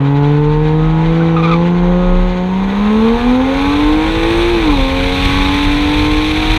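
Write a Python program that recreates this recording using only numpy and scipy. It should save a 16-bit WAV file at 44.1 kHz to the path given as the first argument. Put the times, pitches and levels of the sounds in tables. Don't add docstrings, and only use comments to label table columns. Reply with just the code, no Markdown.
import sys
import numpy as np
from scipy import signal
from scipy.fft import rfft, irfft
from scipy.io import wavfile
from scipy.ndimage import uniform_filter1d

SR = 44100
rng = np.random.default_rng(int(sys.argv[2]) if len(sys.argv) > 2 else 0)


def digitize_waveform(pressure):
    field = np.atleast_2d(pressure).T
    bounded = np.clip(field, -1, 1)
    quanta = np.round(bounded * 32767).astype(np.int16)
    wavfile.write(sys.argv[1], SR, quanta)


N = 290178
TIME = np.arange(N) / SR
BINS_HZ = np.fft.rfftfreq(N, 1 / SR)


def gain_of(db):
    return 10 ** (np.asarray(db) / 20)


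def evened(x):
    return x / np.sqrt(np.mean(x ** 2) + 1e-20)


def curves(rows):
    times, *columns = np.transpose(rows)
    return [np.interp(TIME, times, column) for column in columns]


def response(spectrum, hz):
    points_hz, db = np.transpose(spectrum)
    return gain_of(np.interp(np.log(hz + 1), np.log(points_hz + 1), db))


def coloured(x, spectrum):
    return irfft(rfft(x) * response(spectrum, BINS_HZ), N)


def noise(spectrum):
    return evened(coloured(rng.standard_normal(N), spectrum))


def wander(rate_hz):
    return evened(irfft(rfft(rng.standard_normal(N)) * np.exp(-(BINS_HZ / rate_hz) ** 2), N))


# time_s, pitch_hz, level_db
TURBO_WHISTLE = [(.9, 5900, -77), (1.25, 5890, -60), (2.2, 6500, -59.5), (3.7, 6400, -53.5),
                 (3.95, 7553, -64), (4.2, 8210, -55), (4.38, 8590, -47), (4.6, 9180, -74)]

def turbo():
    hz, db = curves(TURBO_WHISTLE)
    airy = wander(rate_hz=380) + 1j * wander(rate_hz=380)
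    return gain_of(db) * (airy * np.exp(2j * np.pi * np.cumsum(hz) / SR)).real


# time_s, level_db
AIR_RUSH = [(0, -37), (2.4, -22.5), (2.85, -13.5), (3.22, -9), (3.4, -11.5), (3.7, -4), (3.95, -7),
            (4.2, -3.5), (4.95, -2.5), (5.28, 1.5), (5.6, -0.5), (6.35, -1), (6.58, 1.5)]
# frequency_hz, level_db
CASE_HISS = [(300, -2), (650, -35), (900, -5.5), (1300, -7), (1900, -5), (2400, 3.5), (2900, -7),
             (3550, 0.5), (4050, -3.5), (4500, -15), (5000, -23.5), (6200, -19), (7200, -32.5),
             (12000, -42.5)]
# frequency_hz, level_db
CASE_FIZZ = [(3820, -32.5), (6500, -9), (7280, -5.5), (8300, 1.5), (9290, -5.5), (10100, 0), (11000, -8.5),
             (12500, -5.5), (13500, -11), (15100, -14.5)]

def wind(hiss_db=-20, fizz_db=-46, flicker_db=1.42, swell_db=0.45):
    air_db = curves(AIR_RUSH)[0]
    swirls_db = flicker_db * wander(rate_hz=160) + swell_db * wander(rate_hz=30)
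    hiss = gain_of(hiss_db) * noise(CASE_HISS)
    fizz = gain_of(fizz_db) * noise(CASE_FIZZ)
    return gain_of(air_db + swirls_db) * (hiss + fizz)


def shaking(rest_db, speed_db, air_share, launch_s=1.5, settle_db_per_s=9):
    tremble = gain_of(rest_db - settle_db_per_s * np.maximum(TIME - launch_s, 0))
    air_push = gain_of(speed_db + air_share * curves(AIR_RUSH)[0])
    return np.hypot(tremble, air_push)


# frequency_hz, level_db
RUMBLE = [(12, -13), (25, -3.5), (50, 3), (80, 2), (130, -4), (220, -18.5), (400, -18), (900, -48.5),
          (2000, -57.5)]

def buffet(lumpy_db=0.46):
    strength = shaking(rest_db=-29, speed_db=-19, air_share=0.72)
    return strength * gain_of(lumpy_db * wander(rate_hz=8.5)) * noise(RUMBLE)


# peak_s, length_s, level_db
MOUNT_JOLTS = [(0.55, 0.4, -19), (0.864, 0.29, -17), (1.082, 0.12, -19), (1.891, 0.31, -16.5),
               (2.17, 0.38, -10), (4.74, 0.16, -13), (6.52, 0.13, -13)]

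def shudder(mount_hz=36, stray=0.05, uneven_db=4):
    rocking = shaking(rest_db=-35, speed_db=-18.5, air_share=0.7)
    rocking *= gain_of(uneven_db * wander(rate_hz=8))
    for peak_s, length_s, level_db in MOUNT_JOLTS:
        swell = np.cos(np.pi * np.clip((TIME - peak_s) / length_s, -0.5, 0.5))
        rocking = np.maximum(rocking, gain_of(level_db) * swell)
    cycles = np.cumsum(mount_hz * (1 + stray * wander(rate_hz=7.8))) / SR
    return np.sqrt(2) * rocking * np.sin(2 * np.pi * cycles)


# start_s, length_s, start_pitch_hz, end_pitch_hz, level_db, loss_per_harmonic_db
TYRE_CHIRPS = [(1.124, 0.038, 1283, 1450, -33, 3), (1.202, 0.029, 1390, 1610, -23.5, 15),
               (1.364, 0.051, 1266, 1140, -16, 7), (1.426, 0.076, 1248, 1122, -17.5, 1.5),
               (1.474, 0.062, 1348, 1211, -17.5, 12), (1.511, 0.06, 1254, 1134, -19, 1.5)]
# harmonic_number, level_db
SQUEAL_TONES = [(1, -0.5), (2, -6), (3, -19), (4, -29), (5, -37)]
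# frequency_hz, level_db
RUBBER_SCUFF = [(500, -29.5), (850, -14.5), (1250, -14), (1750, -7), (2300, 15), (2850, -10), (3500, 8.5),
                (4100, 0), (4900, -18), (6200, -17.5), (8000, -29), (15000, -49)]

def tyre(jitter=0.032, rise_s=0.0032, fade_db=8, grain_db=-3, scuff_db=-6):
    waver = 1 + jitter * wander(rate_hz=620)
    grain = gain_of(grain_db * wander(rate_hz=51))
    scuff = gain_of(scuff_db) * noise(RUBBER_SCUFF)
    chirps = np.zeros(N)
    for start_s, length_s, start_hz, end_hz, level_db, loss_db in TYRE_CHIRPS:
        on = (TIME > start_s) & (TIME < start_s + length_s)
        t = TIME[on] - start_s
        cycles = np.cumsum(np.interp(t, [0, length_s], [start_hz, end_hz]) * waver[on]) / SR
        soft_ends = np.minimum(np.minimum(t, length_s - t) / rise_s, 1)
        slip = soft_ends * gain_of(level_db - fade_db * t / length_s)
        squeal = sum(gain_of(db - loss_db * (k - 1)) * np.sin(2 * np.pi * k * cycles)
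                     for k, db in SQUEAL_TONES)
        chirps[on] += slip * (np.sqrt(2) * squeal + gain_of(-loss_db) * scuff[on])
    return chirps * grain


# delay_s, gain
BOUNCES = [(.0047, 0.37), (.0093, -0.094), (0.0146, -0.12), (0.0208, 0.18)]

def echoed(x):
    return x + sum(gain * np.interp(TIME - delay_s, TIME, x) for delay_s, gain in BOUNCES)


# centre_hz, width_hz, gain_db
PEAKS_AND_DIPS = [(199, 5, -3.5), (238, 5, -10.5), (243, 2.3, 1), (323.3, 11, -5), (480.3, 7.5, -9),
                  (524.7, 3.9, -13), (716, 14, 3), (810.3, 8.4, -9.5), (850, 6.5, 3), (878.7, 5.6, -13),
                  (922, 5.3, -11), (945.3, 16, 9.5), (1029, 7.3, 5)]

def echo_gain_db(hz):
    return sum(db * np.exp(-((hz - centre) / width) ** 2) for centre, width, db in PEAKS_AND_DIPS)


# frequency_hz, level_db
ENGINE_RASP = [(710, -38.5), (1200, -13), (1450, -2.5), (1740, -6.5), (2060, -2.5), (2240, -7.5),
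               (2410, -2.5), (2600, -9.5), (3920, -9), (5100, -29.5), (6440, -26.5), (7230, -34),
               (15000, -63.5)]

def rasp(fired, level_db=-35, throb=0.32):
    level = gain_of(level_db + 2 * wander(rate_hz=15))
    pulses = noise(ENGINE_RASP) * (1 + throb * np.cos(2 * np.pi * fired))
    return level * evened(echoed(pulses))


# time_s, firing_rate_hz
ENGINE_REVS = [(0, 138), (0.25, 144.6), (0.52, 150.9), (1.2, 165.5), (1.43, 163.9), (1.68, 173.8),
               (2.05, 179.7), (2.42, 181.1), (2.72, 197), (3.2, 238), (3.55, 272.2), (4.15, 325.4),
               (4.52, 350.3), (4.61, 330), (4.7, 295.4), (4.8, 266.5), (4.88, 266.1), (6.58, 316.2)]

def firings(jitter=0.0018):
    hz = curves(ENGINE_REVS)[0]
    return hz, np.cumsum(hz * (1 + jitter * wander(rate_hz=44.7))) / SR


def with_revs(hz, base_db, db_per_octave, base_hz=150):
    return base_db + db_per_octave * np.log2(hz / base_hz)


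# time_s, level_db
ENGINE_EFFORT = [(0, -0.7), (0.28, 0.5), (0.58, -2.5), (0.8, -1.3), (1.95, -1.6), (2.33, -7), (2.87, 1),
                 (4.0, -1.1), (4.45, -1), (4.72, -0.5), (4.82, -4), (5.7, -2.6), (6.3, -5), (6.58, -5)]

def effort_db():
    return curves(ENGINE_EFFORT)[0]


# steps_from_nearest_firing_harmonic, level_db
UNEVEN_CYLINDERS = [(0, -1.5), (1, -8.5), (2, -0.5), (3, 1)]
# frequency_hz, gain_db
EXHAUST_PIPE = [(40, -9.5), (170, 2), (300, 5.5), (390, -5), (455, 8), (525, 6), (600, -9), (670, -11.5),
                (730, 4), (890, 3.5), (1080, 0), (1280, -7), (3800, -24), (4700, -44.5)]

def engine_tones(hz, fired, cylinders=6, count=150, patchy_db=4, bright_above_hz=950, scatter=0.24):
    coarse_s, drift_s = TIME[::64], np.linspace(0, TIME[-1], 40)
    coarse_hz = np.interp(coarse_s, TIME, hz)
    firing_boost = gain_of(with_revs(hz, base_db=12.5, db_per_octave=-9))
    bright_db = with_revs(coarse_hz, base_db=-2.5, db_per_octave=6.5)
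    tones = np.zeros(N)
    for order in range(1, count):
        steps = min(order % cylinders, -order % cylinders)
        order_hz = coarse_hz * order / cylinders
        drift_db = patchy_db * np.interp(coarse_s, drift_s, rng.standard_normal(len(drift_s)))
        lift_db = bright_db * np.clip(np.log2(order_hz / bright_above_hz), 0, 1)
        level_db = UNEVEN_CYLINDERS[steps][1] + drift_db + lift_db + echo_gain_db(order_hz)
        level = np.interp(TIME, coarse_s, response(EXHAUST_PIPE, order_hz) * gain_of(level_db))
        slip = scatter * np.sqrt(order / 20) * rng.standard_normal()
        tone = level * np.cos(2 * np.pi * (fired * order / cylinders + slip))
        if steps:
            tones += tone
        elif order > len(DRONE_TONES) * cylinders:
            tones += firing_boost * tone
    return tones


def steadied(x, band_hz=(700, 1080)):
    band = signal.sosfilt(signal.butter(3, band_hz, "band", fs=SR, output="sos"), x)
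    power = uniform_filter1d(uniform_filter1d(band ** 2, size=22000), size=22000)
    return x / np.sqrt(power + 1e-12)


# time_s, roughness_0_to_1
ROUGHNESS = [(0, 0), (1.2, 0.24), (2.3, 0.31), (3.2, 0.45), (4.5, 0.32), (4.68, 0.65), (4.9, 0.24),
             (6.58, 0.03)]

def snarl(hz, fired, split_hz=580, unsteady=0.14, effort_share=0.51):
    rough = curves(ROUGHNESS)[0]
    tones = engine_tones(hz, fired) * (1 + unsteady * wander(rate_hz=140))
    puffs = coloured(rng.standard_normal(N) * (1 + 0.5 * np.cos(2 * np.pi * fired)), EXHAUST_PIPE)
    blend = np.sqrt(1 - rough ** 2) * steadied(tones) + rough * steadied(puffs)
    gas = steadied(echoed(blend))
    low = signal.sosfiltfilt(signal.butter(8, split_hz, fs=SR, output="sos"), gas)
    burble = low * gain_of(with_revs(hz, base_db=-25.5, db_per_octave=0.35))
    high = (gas - low) * gain_of(with_revs(hz, base_db=-25.5, db_per_octave=0.47))
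    return gain_of(effort_share * effort_db()) * (burble + high)


# frequency_hz, gain_db
TAILPIPE_BOOM = [(140, -12), (176, -10.5), (212, -12.5), (249, -10), (272, -16), (302, -10.5), (357, -13.5),
                 (386, -25.5), (412, -25), (430, -16), (453, -10), (492, -15.5), (540, -14), (557, -29),
                 (668, -31.5), (718, -23), (892, -19), (945, -28), (1052, -29)]
# level_db, share_of_effort_followed
DRONE_TONES = [(0.5, 1), (-5, .7), (-6, 0.58)]
# time_s, extra_db
SECOND_TONE_WAVER = [(0, 3.5), (0.25, 0.5), (0.55, -4), (0.85, 0), (1.25, 4), (1.7, -2.5), (2.2, -0.5)]

def drone(hz, fired, flutter=0.039):
    tones = np.zeros(N)
    for k, (db, share) in enumerate(DRONE_TONES, 1):
        level_db = db + share * effort_db() + echo_gain_db(k * hz)
        if k == 2:
            level_db += curves(SECOND_TONE_WAVER)[0]
        level = response(TAILPIPE_BOOM, k * hz) * gain_of(level_db)
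        tremble = 1 + flutter * k * wander(rate_hz=62)
        tones += level * tremble * np.sin(2 * np.pi * k * fired)
    return np.sqrt(2) * tones


def scene():
    hz, fired = firings()
    engine = drone(hz, fired) + snarl(hz, fired) + rasp(fired) + turbo()
    soft_ends = signal.windows.tukey(N, 0.002)
    return (soft_ends * (engine + tyre() + wind() + buffet() + shudder()))[None]


def record(dry, knee=0.87, headroom=0.17, top_hz=15289):
    held = np.clip(dry, -knee, knee)
    rounded = held + headroom * np.tanh((dry - held) / headroom)
    low_pass = signal.firwin(511, top_hz, window=("kaiser", 9), fs=SR)
    return signal.oaconvolve(rounded, low_pass[None], "same")


dry = scene()
out = record(dry)
digitize_waveform(out)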